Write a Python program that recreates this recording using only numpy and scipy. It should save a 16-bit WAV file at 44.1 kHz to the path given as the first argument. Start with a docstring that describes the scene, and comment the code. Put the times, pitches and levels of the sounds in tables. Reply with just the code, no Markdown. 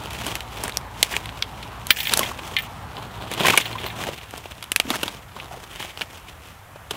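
"""A far road hums under a soft rustle of brush, then twigs start to snap as a person drags out a dead branch.
Road and rustle are shaped noise, and two far engines are sine tones.
Wood knocks and twig snaps are noise bursts through resonances; the pruning saw's blade rings as a bank of
damped sine modes. One microphone with gain control hears it all, and the person walks off through the brush."""
import sys
import numpy as np
from scipy import signal
from scipy.fft import rfft, irfft, next_fast_len
from scipy.io import wavfile
from scipy.ndimage import uniform_filter1d

SR = 44100
rng = np.random.default_rng(int(sys.argv[2]) if len(sys.argv) > 2 else 0)


def materialize(psi):
    """Save the field psi as 16-bit PCM at rate SR to the path in sys.argv[1].

    A 1-D psi becomes a single channel; in a 2-D psi each row is a channel.
    """
    bounded = np.clip(np.atleast_2d(psi).T, -1, 1)
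    quanta = np.round(bounded * 32767).astype(np.int16)
    wavfile.write(sys.argv[1], SR, quanta)


N = 306936


def gain_of(db):
    """Decibels to gain."""
    return 10 ** (np.asarray(db) / 20)


def evened(x):
    """Scaled to rms 1."""
    return x / np.sqrt(np.mean(x ** 2) + 1e-20)


def peaked(x):
    """Scaled to peak 1."""
    return x / (abs(x).max() + 1e-12)


def read_spectrum(points, hz):
    """Reads dB between spectrum points on a log frequency axis."""
    point_hz, value = np.transpose(points)
    return np.interp(np.log(hz + 1), np.log(point_hz + 1), value)


def add(mix, start_s, sound):
    """Mixes a sound in at start_s seconds."""
    part = mix[round(start_s * SR):][:len(sound)]
    part += sound[:len(part)]


def band(x, lo_hz, hi_hz):
    """Causal band-pass."""
    return signal.sosfilt(signal.butter(2, [lo_hz, hi_hz], "band", fs=SR, output="sos"), x)


def ring(x, hz, width_hz):
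    """Two-pole resonance: the wider it is, the faster it dies."""
    r = np.exp(-np.pi * width_hz / SR)
    return signal.lfilter([1, 0, -1], [1, -2 * r * np.cos(2 * np.pi * hz / SR), r * r], x)


def smooth_noise(width, count):
    """Slow noise: white noise averaged twice over width samples, rms 1."""
    return evened(uniform_filter1d(uniform_filter1d(rng.standard_normal(count), width), width))


# Colour of the far road before and after the switch at 4.13 s. # Each row: frequency in Hz, relative density in
# dB per Hz.
ROAD_BEFORE = [(15, -47), (25, -28.5), (84, 4), (180, -2.5), (326, -10), (531, -10), (818, -3.5),
               (1040, -4.5), (1840, -15), (3160, -21), (4870, -27.5), (6560, -31.5), (7510, -32),
               (14000, -33), (16000, -41)]
ROAD_AFTER = [(15, -38), (25, -27), (53, 2.5), (87, 2.5), (123, -2), (317, -18), (451, -14.5),
              (516, -12.5), (1020, -9.5), (1610, -14.5), (1890, -15.5), (3340, -23), (4370, -29.5),
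              (14000, -30), (16000, -36)]
ROAD_BEFORE_DB, ROAD_AFTER_DB = -38.5, -44  # rms
SWITCH_S, SWITCH_FADE_S = 4.13, 0.01


def road():
    """Far traffic blurs into noise with drifting patches; its colour and level switch within 10 ms at 4.13 s."""
    frames, hz = N // 512 + 5, np.fft.rfftfreq(2048, 1 / SR)
    real, imaginary, patches = rng.standard_normal((frames, 1025, 3)).T
    drift = evened(uniform_filter1d(uniform_filter1d(patches, 14, 0), 6, 1))  # over frequency, then time
    cells = (real + 1j * imaginary) * gain_of(1.3 * drift)

    def coloured(points):
        shaped = cells * gain_of(read_spectrum(points, hz))[:, None]
        return evened(signal.istft(shaped, nperseg=2048, noverlap=1536)[1][:N])

    first = gain_of(ROAD_BEFORE_DB) * coloured(ROAD_BEFORE)
    second = gain_of(ROAD_AFTER_DB) * coloured(ROAD_AFTER)
    switched = np.interp(np.arange(N) / SR, [SWITCH_S, SWITCH_S + SWITCH_FADE_S], [0, 1])
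    return (1 - switched) * first + switched * second


# Far lorry. Each row: time in seconds, firing rate in Hz, its level in dB, level of its octave in dB.
LORRY_ENGINE = [(0.0, 53.7, -52, -45), (0.5, 55.4, -45, -48), (2.01, 55.7, -47, -51),
                (3.91, 56.2, -49.5, -42), (4.15, 62.1, -54, -70), (4.49, 66, -57, -75),
                (4.87, 66.9, -63, -55), (5.18, 64, -55, -62), (5.6, 61, -59, -50)]
# Far car. Each row: time in seconds, tone in Hz, level in dB.
CAR_ENGINE = [(0.0, 67, -52), (0.15, 69.1, -42.5), (1.15, 65.3, -59), (1.85, 75.8, -45), (1.93, 79.2, -54),
              (3.65, 107.9, -46.5), (3.9, 108.6, -52), (4.1, 110.6, -54)]


def engines():
    """Low tones follow the engine speeds and waver a little; each drops out after its last row."""
    t, out = np.arange(N) / SR, np.zeros(N)
    for rows in (LORRY_ENGINE, CAR_ENGINE):
        time_s, hz, *levels = np.transpose(rows)
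        turns = np.cumsum(np.interp(t, time_s, hz)) / SR
        for harmonic, db in enumerate(levels, 1):
            waver_db = 0.73 * smooth_noise(3000, N)
            gain = gain_of(np.interp(t, time_s, db, right=-90) + waver_db)
            out += gain * np.sqrt(2) * np.sin(2 * np.pi * harmonic * turns)
    return out


# Steady shifting of the brush between shoves. Each row: time in seconds, twig rustle level in dB.
STEADY_SHIFTING = [(0.0, -40.5), (0.9, -50), (1.3, -43), (1.7, -44.5), (2.4, -41), (2.75, -49), (3.7, -40),
                   (4.5, -45.5), (5.3, -53.5), (6.1, -52), (6.7, -66), (6.96, -55)]
SHIFTING_STEMS_DB, SHIFTING_LEAVES_DB = -4, -5.5  # relative to the twigs
# Shoves, tugs and steps in the brush. Each row: start in seconds, hold in seconds, twig rustle level in dB,
# heavy stems in dB relative to the twigs, dry leaves in dB relative to the twigs.
BRUSH_SHOVES = [(0.026, .02, -39, 0, -6), (0.142, 0.064, -35.5, -5, -5), (0.275, .04, -28.5, -3, -4.5),
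                (0.529, 0.048, -37.5, -2.5, -5.5), (0.623, .07, -34.5, -1.5, -5),
                (1.045, .09, -29.5, -6, -3.5), (1.948, .15, -29.5, -28, -2), (2.142, 0.096, -26.5, -2, -3),
                (2.454, 0.037, -37, -1, -4), (2.594, .03, -38.5, -14, -6), (2.984, 0.017, -40.5, 3.5, -9),
                (3.205, .05, -42.5, 4.5, -17), (3.312, .03, -32.5, -3.5, -6.5),
                (3.39, 0.042, -28, -0.5, -6.5), (3.441, .06, -20.5, -4.5, -7.5),
                (3.526, .08, -25.5, -8, -4.5), (3.678, 0.045, -35.5, -0.5, -6),
                (3.81, .06, -34.5, -2.5, -8), (3.992, 0.09, -32, -1.5, -5), (4.185, 0.015, -41, -20, -8),
                (4.352, .03, -42.5, -1.5, -3.5), (4.902, .08, -32, -2.5, -4),
                (5.025, 0.08, -36.5, -2.5, -4), (5.368, 0.053, -42.5, 1.5, -6.5),
                (5.552, .08, -42.5, -0.5, -3.5), (5.717, .06, -40, -5.5, -5), (5.813, .04, -33, -6.5, -5.5),
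                (5.999, 0.033, -40.5, -2.5, -2.5), (6.14, 0.023, -43.5, -3, -3), (6.28, .02, -45.5, -5, -6),
                (6.454, .03, -44, -5, -4), (6.94, .03, -38, -2, -6.5)]
SWELL_DB_PER_S, SETTLE_DB_PER_S = 219.5, 171.5  # how fast a shove builds and the brush comes to rest


def stir():
    """Gains of twigs, stems and leaves: each shove swells, holds and settles over the steady shifting."""
    t = np.arange(0, N / SR + .01, .002)
    start, hold, db, stems_db, leaves_db = np.transpose(BRUSH_SHOVES)[:, :, None]
    swell_db = SWELL_DB_PER_S * np.maximum(start - t, 0)
    settle_db = SETTLE_DB_PER_S * np.maximum(t - start - hold, 0)
    shove_db = db - swell_db - settle_db
    steady_db = np.interp(t, *np.transpose(STEADY_SHIFTING))
    gains = []
    for rest_db, push_db in ((0, 0), (SHIFTING_STEMS_DB, stems_db), (SHIFTING_LEAVES_DB, leaves_db)):
        power = gain_of(steady_db + rest_db) ** 2 + (gain_of(shove_db + push_db) ** 2).sum(0)
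        gains.append(np.interp(np.arange(N) / SR, t, np.sqrt(power)))
    return gains


# Microphone and body colour of the rustle. Each row: frequency in Hz, relative density in dB per Hz.
RUSTLE_COLOUR = [(59, -31), (100, 8), (255, -4), (358, -3), (535, -5.5), (768, -2.5), (1870, 2.5),
                 (3120, 5), (4380, 3), (10900, -11), (16000, -13)]


def rustle(twig_gain, stem_gain, leaf_gain):
    """Thousands of tiny ticks of uneven size in clumps, over the hiss of sliding leaves."""
    ticks = rng.random(N) < 600 / SR  # about 600 a second
    size = gain_of(3.2 * np.minimum(rng.exponential(1, N), 5)) * ticks
    scratches = uniform_filter1d(size, size=30) * rng.standard_normal(N)  # each tick is a short scratch
    clumps = gain_of(2.64 * smooth_noise(500, N))
    drive = clumps * (evened(scratches) + rng.standard_normal(N))
    fft_size = next_fast_len(N)
    colour = gain_of(read_spectrum(RUSTLE_COLOUR, np.fft.rfftfreq(fft_size, 1 / SR)))
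    coloured = irfft(rfft(drive, fft_size) * colour, fft_size)[:N]
    stems = evened(band(coloured, 164, 1000))
    twigs = evened(band(coloured, 1750, 3810))
    leaves = evened(band(coloured, 4510, 21000))
    return twig_gain * twigs + stem_gain * stems + leaf_gain * leaves


def thud(db, hz, ring_s, noise):
    """A soft blow of a few milliseconds rings one low wood mode."""
    t = np.arange(len(noise)) / SR
    blow = noise * (t / .002) * np.exp(-t / 0.0032)
    mode = ring(blow, hz, 2.9 / max(ring_s, .005))  # longer ring, narrower resonance
    return gain_of(db) * peaked(mode + .1 * band(blow, 200, 2500))


# Thick wood knocking. Each row: start in seconds, peak in dB, ring in Hz,
# ring time setting in seconds (sets the resonance width, at least 5 ms).
WOOD_THUDS = [(2.115, -29, 920, 0.11), (2.205, -17.5, 1080, 0.045), (2.311, -20.5, 1044, 0.032),
              (3.408, -19.5, 363, 0.089), (3.447, -10.5, 1050, 0.031), (3.534, -11.5, 1000, 0.025),
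              (3.752, -20.5, 1030, 0.047), (3.845, -24.5, 417, 0.033), (4.067, -19, 690, 0.018),
              (4.085, -15.5, 487, 0.0098), (4.85, -24, 273, 0.029), (4.874, -25, 269, 0.04),
              (4.903, -17.5, 238, 0.034), (4.936, -16.5, 1280, 0.013), (5.362, -26, 926, 0.014),
              (5.509, -28, 775, 0.027), (5.538, -29, 706, 0.03), (5.571, -31, 422, 0.017),
              (5.844, -28, 707, 0.033), (6.757, -28, 604, 0.018), (6.91, -24, 300, 0.018),
              (6.94, -30, 500, 0.022)]


def thuds():
    """Thick wood knocks, each driven by fresh noise."""
    out = np.zeros(N)
    for start_s, *row in WOOD_THUDS:
        add(out, start_s, thud(*row, rng.standard_normal(4000)))
    return out


# Modes of the saw blade. Each row: centre frequency in Hz, relative level in dB, time to fall 60 dB in seconds.
BLADE_MODES = [(1790, -10, .1), (2100, -3, .055), (2400, -3, .055), (2750, -5, .05), (3050, -4, .05),
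               (3330, 0, .055), (3680, -1, .05), (4200, -5, .04), (5400, -20, .04), (7140, -19, .05),
               (8210, -16, .06), (9800, -17, .05), (10750, -14, .06), (11300, -14, .07), (12340, -13, .07),
               (13410, -11, .08), (14360, -8, .1), (15050, -10, .08), (15400, -9, .09)]
# Knocks on the blade. Each row: start in seconds, jingle in dB (modes over 5 kHz), clink in dB (modes below).
BLADE_KNOCKS = [(1.9051, -9, -9.5), (1.9695, -25, -38), (1.986, -21, -20.5), (2.0025, -20, -25),
                (2.03, -22, -29), (2.0534, -29, -23), (2.0707, -22, -20.5), (2.0936, -48, -33),
                (2.2304, -34, -21), (2.2596, -36, -26), (2.5656, -43, -15), (2.586, -27, -22),
                (2.6214, -31, -46), (3.614, -31, -25), (3.6556, -31, -23.5), (3.728, -47, -31),
                (3.7823, -44, -29.5), (3.8641, -30, -32), (3.901, -46, -28)]


def saw():
    """Each knock rings the flexing blade: modes split into close neighbours, damped unevenly by loose parts."""
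    out, t = np.zeros(N), np.arange(5000) / SR
    hz, db, t60 = (np.tile(column, reps=3)[:, None] for column in np.transpose(BLADE_MODES))
    for start_s, jingle_db, clink_db in BLADE_KNOCKS:
        where, phase, bend = rng.random((3, len(hz), 1))
        split = np.where(hz > 5000, .025, .04) * (bend - .5)
        # where the knock lands weakens each mode by up to 16 dB
        level_db = db + np.where(hz > 5000, jingle_db, clink_db) - 16 * where
        modes = gain_of(level_db - 60 * t / t60) * np.sin(2 * np.pi * (hz * (1 + split) * t + phase))
        shake = uniform_filter1d(rng.standard_normal((len(hz), len(t) // 50)), size=3, axis=1)
        chatter = evened(uniform_filter1d(np.repeat(shake, 50, axis=1), size=50, axis=1))
        rattled = modes * (1 + .4 * chatter)
        add(out, start_s, rattled.sum(0) * np.minimum(t / 0.001, 1))
    return out


def snap(db, hz, thud_db, fizz_db, t60, rise, noise):
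    """A crack: a quick dying burst, sharp at its start, rings briefly; thick wood thuds, bark fizzes."""
    t = np.arange(len(noise)) / SR
    after = np.maximum(t - rise, 0)
    direct = gain_of(-60 * after / max(t60, .003))
    scattered = gain_of(-19 - 60 * after / .07)  # the brush around throws a little back
    tear = noise * (direct + scattered) * np.minimum(t / max(rise, 5e-5), 1) ** 2
    tear = tear + 5.6 * (np.arange(len(t)) == round(rise * SR))  # the break itself is one sharp click
    tear = tear + 0.035 * np.roll(tear, round(0.001277 * SR)) * (t > .0013)  # bounce off the ground
    twig = peaked(ring(tear, hz, 650)) + .7 * peaked(band(tear, 0.53 * hz, 1.29 * hz))
    body = peaked(band(twig, 1300, 1.67 * hz))
    thick_wood = gain_of(thud_db) * peaked(band(tear, 270, 1460))
    bark = gain_of(fizz_db) * peaked(band(tear, 4480, 12300))
    return gain_of(db) * (body + thick_wood + bark)


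# Sharp cracks: twigs breaking or whipping, and some knocks on the saw. Each row: start in seconds, peak of the
# ring in dB, # ring in Hz, thud in dB relative to that peak, fizz in dB relative to that peak, burst's time to
# fall 60 dB in seconds # (at least 3 ms), rise in seconds (at least 0.05 ms).
SHARP_CRACKS = [(0.1318, -24, 2750, -19, 2, 0.022, 0.00031), (0.2647, -16.5, 2840, -1, 1, 0.021, 0.00062),
                (0.2879, -20, 3250.0, -9, -12, 0.008, 0.0003), (0.3543, -13.0, 2300, -18, 0.5, 0.01, 0.00007),
                (0.4059, -17.5, 2870, -29, -5, 0.012, 0.00035),
                (0.6369, -25.5, 1550.0, 7.5, 15, 0.022, 0.000096), (0.68, -21, 1530.0, 0, 6, 0.0069, 0.00011),
                (0.695, -18.5, 2500, -10, -2, 0.0071, 0.00037), (0.7219, -22, 3620, -15, -8, 0.012, 0.000078),
                (0.7713, -6.5, 5800, -10, 5.5, 0.0026, 0.0004), (1.0287, 7, 3410, -17, -2, 0.014, 0.000073),
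                (1.1356, -14, 1820, -6.0, -21, 0.056, 0.0041),
                (1.1658, -4.5, 2360, -13, -3.5, 0.0026, 0.000048),
                (1.2565, -17.5, 3280, -26, -5, 0.012, 0.0012),
                (1.2908, -16.5, 2630, -32.5, -22, 0.0055, 0.001),
                (1.424, -7, 3174, -32, -10, 0.0089, 0.000077), (1.6263, -25.5, 3150, -21, -7, 0.034, 0.00084),
                (1.869, -18.5, 4300, -13, 9.5, 0.0074, 0.00018), (1.9035, 6, 3270, -14.5, -7, 0.029, 0.0027),
                (1.9695, -15, 2660, -25, -18, 0.015, 0.00015), (2.002, -9.5, 3480, -16.5, -14, 0.05, 0.0011),
                (2.0698, -12.5, 2560, -16, -18, 0.009, 0.002), (2.094, -10, 3760, -48.5, -19, 0.015, 0.0017),
                (2.118, -13.5, 2806, -6.5, -5.5, 0.16, 0.0018), (2.1305, -13, 2620, -22, -14, 0.01, 0.00031),
                (2.1368, -0.5, 3650, -9.5, 0, 0.015, 0.00011), (2.1737, -15, 3140.0, 0, 15, 0.0064, 0.00012),
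                (2.1926, -7.5, 3100, -4.5, 5.5, 0.008, 0.00012),
                (2.2312, -13, 2920, -19, -15, 0.018, 0.000095), (2.392, -20, 2730, -2, -26, 0.006, 0.00015),
                (2.4765, -34, 2730.0, -10, 10, 0.008, 0.00055),
                (2.5666, -8.5, 3170, -32, -8.5, 0.0093, 0.000069),
                (2.588, -17.5, 3120, -22, -13, 0.031, 0.00023), (2.5943, -26, 2100, -25, -16, 0.012, 0.0019),
                (2.9673, -22, 3170, -27, -20, 0.012, 0.0011), (3.3151, -21, 1830.0, 1, 4, 0.016, 0.00019),
                (3.336, -16.5, 3030.0, -12, -1, 0.015, 0.0016), (3.4484, -11, 1663, 0, -10, 0.013, 0.0014),
                (3.466, -7, 1570, -21, -4, 0.045, 0.00097), (3.4826, -3.5, 2100, -2, -6, 0.034, 0.00085),
                (3.5006, -5, 2590, -20, -6, 0.011, 0.0042), (3.5394, -15, 2080.0, 4, -18, 0.026, 0.0016),
                (3.5733, 0.5, 2430, -7, -1, 0.045, 0.0022), (3.613, -16.5, 3050, -30, -11.0, 0.092, 0.00076),
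                (3.6563, -19, 2374, -5, -17, 0.029, 0.0029), (4.0373, -15.5, 2160.0, -23, -5, 0.0072, 0.0009),
                (4.1627, -33, 3340, -6, -1, 0.0093, 0.0002), (4.2135, -28, 2600, -20, -18, 0.011, 0.00026),
                (4.309, -28, 2840, -21, 2, 0.011, 0.0002), (4.3383, -32.5, 1560, 12, -11, 0.012, 0.00008),
                (4.3786, -37, 5330, 10, 20, 0.012, 0.00017),
                (4.4567, -32.5, 1930.0, 10.5, -14.0, 0.0063, 0.0002),
                (4.6262, -19.5, 3300, -8, -1.5, 0.025, 0.00011), (4.6405, -24.5, 3110, -7, 2, 0.013, 0.00015),
                (4.7176, -6, 2510, -12.5, 1.5, 0.0096, 0.0011),
                (4.7611, -2, 2510, -12, 1.5, 0.0093, 0.000087), (4.7998, -3, 2550, -10, 0, 0.0086, 0.00015),
                (4.9031, -7, 3250, -4, -1, 0.015, 0.001), (4.9571, -20, 1670, 3, 5, 0.011, 0.00011),
                (5.0313, -10.5, 2710, -3, -2.5, 0.023, 0.00066),
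                (5.0792, -12, 3100, -7, -7.5, 0.021, 0.00068), (5.399, -21, 2650, -13, -17, 0.031, 0.00073),
                (5.8275, -23, 3200, -10, -10, 0.0058, 0.0001), (5.847, -33, 2900, -4, -2, 0.0067, 0.00018),
                (5.9743, -19, 3000, -7, -6, 0.0063, 0.00015), (6.0105, -14.5, 2600, -4, -10, 0.0054, 0.00027),
                (6.0145, -10, 2630, -18, -13, 0.026, 0.0026), (6.9082, -14, 2740, -5, -2.5, 0.035, 0.0008)]


def snaps():
    """Cracks come one by one, each from fresh noise."""
    out = np.zeros(N)
    for start_s, *row in SHARP_CRACKS:
        add(out, start_s, snap(*row, rng.standard_normal(4000)))
    return out


def scene():
    """Everything reaches one microphone, copied to both channels."""
    background = road() + engines()
    brush = rustle(*stir())
    return np.tile(background + brush + thuds() + saw() + snaps(), (2, 1))


HISS_DB = -74  # each channel's own faint hiss
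EDGE_HZ = 15800  # top of the microphone's band


def record(dry):
    """Gain control ducks the sound after loud cracks; peaks clip; hiss; then the band limit."""
    power = uniform_filter1d((dry ** 2).mean(0), 300, origin=149)  # over the last 300 samples
    power_db = 10 * np.log10(abs(power) + 1e-12)
    fall_db = np.arange(N) * 39.0 / SR  # the held level falls 39 dB a second
    held_db = np.maximum.accumulate(power_db + fall_db) - fall_db
    over_db = np.maximum(held_db + 13, 0)  # threshold -13 dB
    duck_db = 0.51 * uniform_filter1d(over_db, 200, origin=99)
    clipped = np.clip(dry / gain_of(duck_db), -1, 1)
    hissing = clipped + gain_of(HISS_DB) * rng.standard_normal(dry.shape)
    low_pass = signal.firwin(511, EDGE_HZ, window=("kaiser", 9), fs=SR)
    return signal.oaconvolve(hissing, low_pass[None], "same")


dry = scene()
out = record(dry)
materialize(out)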